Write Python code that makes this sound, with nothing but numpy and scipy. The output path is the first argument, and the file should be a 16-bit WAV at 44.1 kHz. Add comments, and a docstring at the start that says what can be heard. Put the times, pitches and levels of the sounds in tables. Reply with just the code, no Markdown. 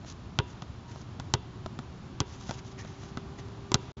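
"""Distant traffic rumbles and hums behind an open concrete court. A shoe steps and scuffs; trees return
a faint echo. From 0.4 s a basketball is dribbled through tricks, hands patting it between bounces. Each
bounce is a sharp slap, a thump as the ball squashes and springs back, a short shell note and a faint ping
of the air inside. A far tone falls at 0.9 s; an engine drone climbs and grows. After the third bounce
(2.2 s) shoes shuffle until the fourth (3.7 s). The level drops out briefly at 3.9 s."""
import sys
import numpy as np
from scipy import signal
from scipy.fft import rfft, irfft
from scipy.io import wavfile
from scipy.ndimage import uniform_filter1d

SR = 44100
rng = np.random.default_rng(int(sys.argv[2]) if len(sys.argv) > 2 else 0)


def unload_wav(signal):
    """Save mono or channel-first audio to the path in sys.argv[1] as 16-bit WAV at rate SR, clipped to [-1, 1]."""
    wavfile.write(
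        sys.argv[1],
        SR,
        np.round(np.clip(np.atleast_2d(signal).T, -1, 1) * 32767).astype(np.int16),
    )


N = 176400
TREBLE_KNEE_HZ, TOP_HZ = 3170, 7300
FLEX_T60_S = 0.035
# rubber wall flexing in contact (frequency [Hz], level [dB], t60 [s])
WALL_MODES = [(303, -35, 0.06), (383, -29, 0.059), (620, -39, 0.014), (754, -31, 0.032), (1040, -34, 0.026),
              (1270, -32, 0.035), (1448, -25.5, 0.04), (2018, -33, 0.049)]


def undb(db):
    """Decibels to gain."""
    return 10 ** (np.asarray(db) / 20)


def add(out, start_s, sound):
    """Mix a sound in at start_s."""
    i = int(start_s * SR)
    out[i:i + len(sound)] += sound[:N - i]


def lowpass(x, hz):
    """Two-pole low-pass."""
    return signal.sosfilt(signal.butter(2, hz, fs=SR, output="sos"), x)


def colour(x, points, tilt_db_oct=0, size=2048):
    """Minimum-phase filter through (Hz, dB) points, tilted above the treble knee."""
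    hz, db = np.array(points).T
    bins_hz = np.maximum(np.fft.rfftfreq(size, 1 / SR), 1)
    treble_oct = np.log2(np.clip(bins_hz, TREBLE_KNEE_HZ, TOP_HZ) / TREBLE_KNEE_HZ)
    gain = undb(np.interp(np.log(bins_hz), np.log(hz), db) + tilt_db_oct * treble_oct)
    cepstrum = irfft(np.log(gain))
    cepstrum[1:size // 2] *= 2
    cepstrum[size // 2 + 1:] = 0
    return signal.fftconvolve(x, irfft(np.exp(rfft(cepstrum))))[:len(x)]


def walk(rate_hz, size=N):
    """Smooth random wander, unit spread."""
    hold = int(SR / rate_hz)
    stairs = np.repeat(rng.standard_normal(size // hold + 1), hold)
    wander = uniform_filter1d(uniform_filter1d(stairs, hold), hold)[:size]
    return wander / wander.std()


def ring(modes, wobble=1):
    """Decaying sines from (Hz, dB, t60 s) rows; wobble scales pitch."""
    t = np.arange(SR) / SR
    clock_s = np.cumsum(np.ones(SR) * wobble) / SR
    return sum(undb(db - 60 * t / t60_s) * np.sin(2 * np.pi * hz * clock_s) for hz, db, t60_s in modes)


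def burst(t60_s):
    """Decaying noise, unit energy."""
    t = np.arange(SR // 4) / SR
    noise = rng.standard_normal(len(t)) * undb(-60 * t / t60_s)
    return noise / np.sqrt(np.sum(noise ** 2))


def click():
    """Pressure spike of first contact."""
    return -signal.unit_impulse(SR // 4)


def swell(t, middle_s, half_s):
    """Rounded rise, hold and fall."""
    return np.exp(-((t - middle_s) / half_s) ** 4)


def traffic(t):
    """Distant road rumble."""
    spectrum = [(13, -50), (22, -11), (32, -20.5), (65, -2.5), (120, -1.5), (340, -15), (384, -16),
                (489, -23), (775, -21.5), (987, -22), (1170, -23), (1850, -30.5), (2040, -32),
                (3400, -32.5), (7200, -41), (9360, -79), (15800, -120)]  # (frequency [Hz], gain [dB])
    levels = [(0, -44.5), (1.0, -44.5), (2.0, -44), (2.6, -44), (3.3, -43.5), (4.0, -43)]  # (time [s], level [dB])
    rumble = colour(rng.standard_normal(N), spectrum, size=8192) * undb(0.34 * walk(rate_hz=5))
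    return rumble / rumble.std() * undb(np.interp(t, *np.array(levels).T))


def engine(t):
    """Far engine: its drone climbs and grows as it gathers speed."""
    run_up = [(0, 352, -66.5), (1.1, 361.2, -60), (1.5, 367.7, -53.5), (2.0, 374.2, -57), (2.3, 376, -58),
              (2.55, 385.6, -51), (3.1, 390.3, -52), (3.65, 395.3, -50), (4.0, 399, -51.5)]  # (time [s], pitch [Hz], level [dB])
    harmonics = [(1, -1), (2, -12.5), (3, -14)]  # (harmonic number, gain [dB])
    times_s, hz, level_db = np.array(run_up).T
    waver = 1 + 0.002 * walk(rate_hz=12) + 0.005 * walk(rate_hz=90)
    phase = 2 * np.pi * np.cumsum(np.interp(t, times_s, hz) * waver) / SR
    drone = sum(undb(db + 0.71 * walk(rate_hz=13)) * np.sin(k * phase) for k, db in harmonics)
    return drone * undb(np.interp(t, times_s, level_db))


def hum(t):
    """Low throbbing hum from far off."""
    centre_hz, level_db = 122.3, -55.5
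    band = lowpass(rng.standard_normal(N), hz=20) * np.sin(2 * np.pi * centre_hz * t)
    return undb(level_db) * band / band.std()


def steps():
    """Rubber soles tap concrete with a short hollow knock."""
    landings = [(.048, -9.5, -2), (0.96, -10, 2), (1.6615, 2, -.5), (1.6645, -6, 2.5), (2.8495, -8.5, -4.5),
                (3.034, -12, -6), (3.394, -12.5, -2), (3.486, -16, 7)]  # (time [s], gain [dB], treble tilt [dB/oct])
    tap_spectrum = [(80, 1), (300, -4), (700, -1.5), (1200, -5.5), (2000, -19), (4000, -13), (7000, -25.5)]  # (frequency [Hz], gain [dB])
    knock_modes = [(215, -35.5, 0.072), (380, -42.5, .025), (654, -36, 0.022), (980, -39, 0.012),
                   (1280, -40.5, 0.018)]  # (frequency [Hz], level [dB], t60 [s])
    out = np.zeros(N)
    for at_s, db, tilt_db_oct in landings:
        tap = click() + undb(-4.5) * burst(t60_s=0.024)
        add(out, at_s, undb(db - 2) * colour(tap, tap_spectrum, tilt_db_oct))
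        add(out, at_s, -undb(db) * ring(knock_modes))
    return out


def scuffs(t):
    """Soles and clothes rub as the player turns: swells of gritty hiss and lower rasp."""
    rubs = [(0.095, 0.031, -0.5, -10), (0.505, 0.031, -9.5, -16), (0.904, 0.027, -10.5, -8),
            (0.982, 0.052, -12.5, -15.5), (2.327, 0.055, -6.5, -9.5), (2.443, .05, -6, -10),
            (2.521, 0.043, -1.5, -7), (2.587, .015, -6, 0), (2.669, 0.027, -8, -14),
            (2.714, 0.014, -5.5, -8), (2.801, 0.021, -4, 2), (2.874, 0.094, -12, -5),
            (3.047, 0.064, -10, -7), (3.395, 0.015, -3, 0.5), (3.831, .05, -16.5, -20.5)]  # (middle [s], half length [s], hiss gain [dB], rasp gain [dB])
    hiss_spectrum = [(300, -9), (1000, 2.5), (2000, -8.5), (3000, -1), (4500, -2), (6500, 3.5), (7500, -5)]  # (frequency [Hz], gain [dB])
    rasp_spectrum = [(500, -21.5), (1400, -11.5), (1900, 5.5), (2400, -2.5), (3200, -11.5), (7000, -32.5)]  # (frequency [Hz], gain [dB])

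    def friction(spectrum, db):
        grit = rng.standard_normal(N) * undb(3 * walk(rate_hz=460))
        noise = lowpass(colour(grit, spectrum), TOP_HZ)
        return undb(db) * noise / noise.std()

    hiss, rasp = friction(hiss_spectrum, db=-48), friction(rasp_spectrum, db=-57.5)
    return sum(swell(t, middle_s, half_s) * (undb(hiss_db) * hiss + undb(rasp_db) * rasp)
               for middle_s, half_s, hiss_db, rasp_db in rubs)


def echo(x):
    """Weak, late, dull scatter from the trees round the court."""
    rise_s, t60_s = 0.12, 0.9
    t = np.arange(SR) / SR
    tail = rng.standard_normal(SR) * (1 - np.exp(-(t / rise_s) ** 2)) * undb(-60 * t / t60_s)
    tail /= np.sqrt(np.sum(tail ** 2))
    return undb(-23.5) * signal.fftconvolve(x, lowpass(tail, hz=3050))[:N]


def bounces():
    """Ball on concrete: slap, rattle, thump, notes pitched by the spot that lands, then lift-off."""
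    # ground hits (time [s], thump gain [dB], slap gain [dB], treble tilt [dB/oct], rattle gain [dB],
    # belly note [Hz], belly gain [dB], wall flex [Hz], flex gain [dB], skin ping [Hz], skin gain [dB],
    # wall ring gain [dB], lift-off gain [dB])
    hits = [(.3890, 0, 5.5, -14, -1.5, 308, -17, 1430, -9, 3420, -12, -4.5, 0),
            (1.3390, -2.5, 3, -.5, -1.5, 395, -12, 920, 1.5, 3140, -6, -3, -3.5),
            (2.204, -3, -1.5, 0, -7, 293, -7, 560, -13, 3340, -5, -9.5, -6),
            (3.7439, -1, 6.5, 1.5, 0, 225, -.5, 740, 0.5, 4030, 1, -4, -2)]
    slap_spectrum = [(100, -13), (500, -12.5), (900, -2), (1400, -9), (2000, -4), (2800, -2), (3600, -1),
                     (5000, 0), (6200, 3.5), (7200, -6.5)]  # (frequency [Hz], gain [dB])
    rubber_spectrum = [(100, -21), (500, -8.5), (850, 8.5), (1350, 3), (2000, -9), (3300, 0), (5000, -2.5),
                       (7000, -5.5)]  # (frequency [Hz], gain [dB])
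    shell_modes = [(414.4, -30, 0.092), (373, -42, 0.22), (520, -42.5, 0.13)]  # ring after lift-off (frequency [Hz], level [dB], t60 [s])
    belly_t60_s, skin_t60_s, lift_off_s = 0.041, 0.024, 0.01
    out = np.zeros(N)
    for (at_s, thump_db, slap_db, tilt_db_oct, rattle_db, belly_hz, belly_db,
         flex_hz, flex_db, skin_hz, skin_db, wall_db, lift_db) in hits:
        add(out, at_s, undb(slap_db + 4.5) * colour(click(), slap_spectrum, tilt_db_oct))
        add(out, at_s, undb(rattle_db + 4) * colour(burst(t60_s=0.03), rubber_spectrum, tilt_db_oct))
        add(out, at_s, undb(thump_db - 18) * squash(contact_s=0.0152))
        spot_modes = [(belly_hz, belly_db - 18, belly_t60_s),
                      (flex_hz, flex_db - 23.5, FLEX_T60_S),
                      (skin_hz, skin_db - 22, skin_t60_s)]
        add(out, at_s, -ring(spot_modes))
        add(out, at_s, undb(thump_db) * cavity() - undb(wall_db) * ring(WALL_MODES))
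        release = colour(lowpass(burst(t60_s=0.029), hz=2600), rubber_spectrum, tilt_db_oct=-10)
        add(out, at_s + lift_off_s, undb(lift_db) * release)
        add(out, at_s + lift_off_s, undb(thump_db) * ring(shell_modes))
    return out


def squash(contact_s):
    """Ball flattens and springs back: one pressure swing, as long as the contact."""
    thump_hz = 114.5
    t = np.arange(int(contact_s * SR)) / SR
    envelope = np.sqrt(np.sin(np.pi * t / contact_s))
    return -envelope * np.cos(2 * np.pi * thump_hz * (t - contact_s / 2))


def cavity():
    """Air inside shimmers as the ball wobbles; mode levels vary from strike to strike."""
    air_modes = [(972, -45, 0.38), (1560, -44, 0.073), (2050, -56, .15), (2686, -58, 0.42),
                 (2815, -57, 0.42), (3117, -61, 0.4), (3219, -60, 0.42), (3461, -55, .45), (3731, -60, .42)]  # (frequency [Hz], level [dB], t60 [s])
    out = np.zeros(SR)
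    for hz, db, t60_s in air_modes:
        scatter_db = rng.uniform(-2.8, 2)
        out += ring([(hz, db + scatter_db, t60_s)], wobble=1 + 0.007 * walk(rate_hz=200, size=SR))
    return out


def pats_and_tap():
    """Light impacts: small clap with a duller tail, shallow thump, hollow body note, weak ring."""
    # hand pats on the ball, and one sharp tap at 2.51 s, probably a shoe step
    # (time [s], thump gain [dB], clap gain [dB], treble tilt [dB/oct], ring gain [dB],
    # body note [Hz], body gain [dB], flex note [Hz], flex gain [dB])
    impacts = [(.6220, 4.5, -4.5, 0.5, -9, 187, -2.5, 1250, -11),
               (1.1992, 2, -1.5, 2.5, -4, 229, 0, 900, -8),
               (1.7900, -6.5, -2.5, -3.5, -2.5, 242, 1, 1334, -3),
               (2.494, 2.5, -2, -1.5, 5, 226, 3.5, 710, -0.5),
               (2.5102, -16, 2.5, 1.5, 0.5, 380, -10, 898, 0),
               (3.1732, 3.5, -1.5, -1, 1.5, 255, 3.5, 1290, 2.5),
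               (3.7185, 4, 6, 5.5, 3.5, 368, 6.5, 1006, 8.5)]
    clap_spectrum = [(100, -8), (500, 4.5), (800, 1.5), (1300, -3), (2000, -9.5), (3800, -5), (5500, -6),
                     (7000, -11)]  # (frequency [Hz], gain [dB])
    tail_spectrum = [(100, -4.5), (500, 2.5), (900, 4), (1350, 0.5), (2000, -8.5), (3500, -10.5),
                     (7000, -15)]  # (frequency [Hz], gain [dB])
    skin_modes = [(3500, -41, 0.015), (3960, -51, 0.018)]  # struck rubber (frequency [Hz], level [dB], t60 [s])
    body_t60_s = 0.033
    out = np.zeros(N)
    for at_s, thump_db, clap_db, tilt_db_oct, ring_db, body_hz, body_db, flex_hz, flex_db in impacts:
        clap = colour(click(), clap_spectrum, tilt_db_oct) + colour(burst(t60_s=0.039), tail_spectrum)
        add(out, at_s, undb(clap_db - 6.5) * clap)
        add(out, at_s, -undb(clap_db) * ring(skin_modes))
        add(out, at_s, undb(thump_db - 40.5) * squash(contact_s=0.015))
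        spot_modes = [(body_hz, body_db - 28.5, body_t60_s), (flex_hz, flex_db - 37, FLEX_T60_S)]
        add(out, at_s, -ring(spot_modes))
        add(out, at_s, undb(ring_db - 12.5) * cavity() - undb(ring_db - 17.5) * ring(WALL_MODES))
    return out


def far_tone(t):
    """One short, faint, falling tone from far off."""
    middle_s, middle_hz, glide_hz_per_s = 0.905, 950, -230
    pitch_hz = (middle_hz + glide_hz_per_s * (t - middle_s)) * (1 + 0.016 * walk(rate_hz=99))
    return undb(-55) * swell(t, middle_s, half_s=0.075) * np.sin(2 * np.pi * np.cumsum(pitch_hz) / SR)


def dropout(t):
    """Gain that cuts all sound briefly."""
    start_s, end_s, depth_db = 3.921, 3.967, -56
    gate = 1.0 * ((t > start_s) & (t < end_s))
    return undb(depth_db * uniform_filter1d(gate, size=300))


def scene():
    """Ball and player, their echo and the distant background; mono."""
    t = np.arange(N) / SR
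    play = bounces() + pats_and_tap() + steps() + scuffs(t)
    mix = play + echo(play) + traffic(t) + engine(t) + hum(t) + far_tone(t)
    return (mix * dropout(t))[None]


def record(dry):
    """Steep zero-phase treble cut; clicks stay sharp."""
    return signal.sosfiltfilt(signal.ellip(7, 0.1, 32, TOP_HZ, fs=SR, output="sos"), dry)


dry = scene()
out = record(dry)
unload_wav(out)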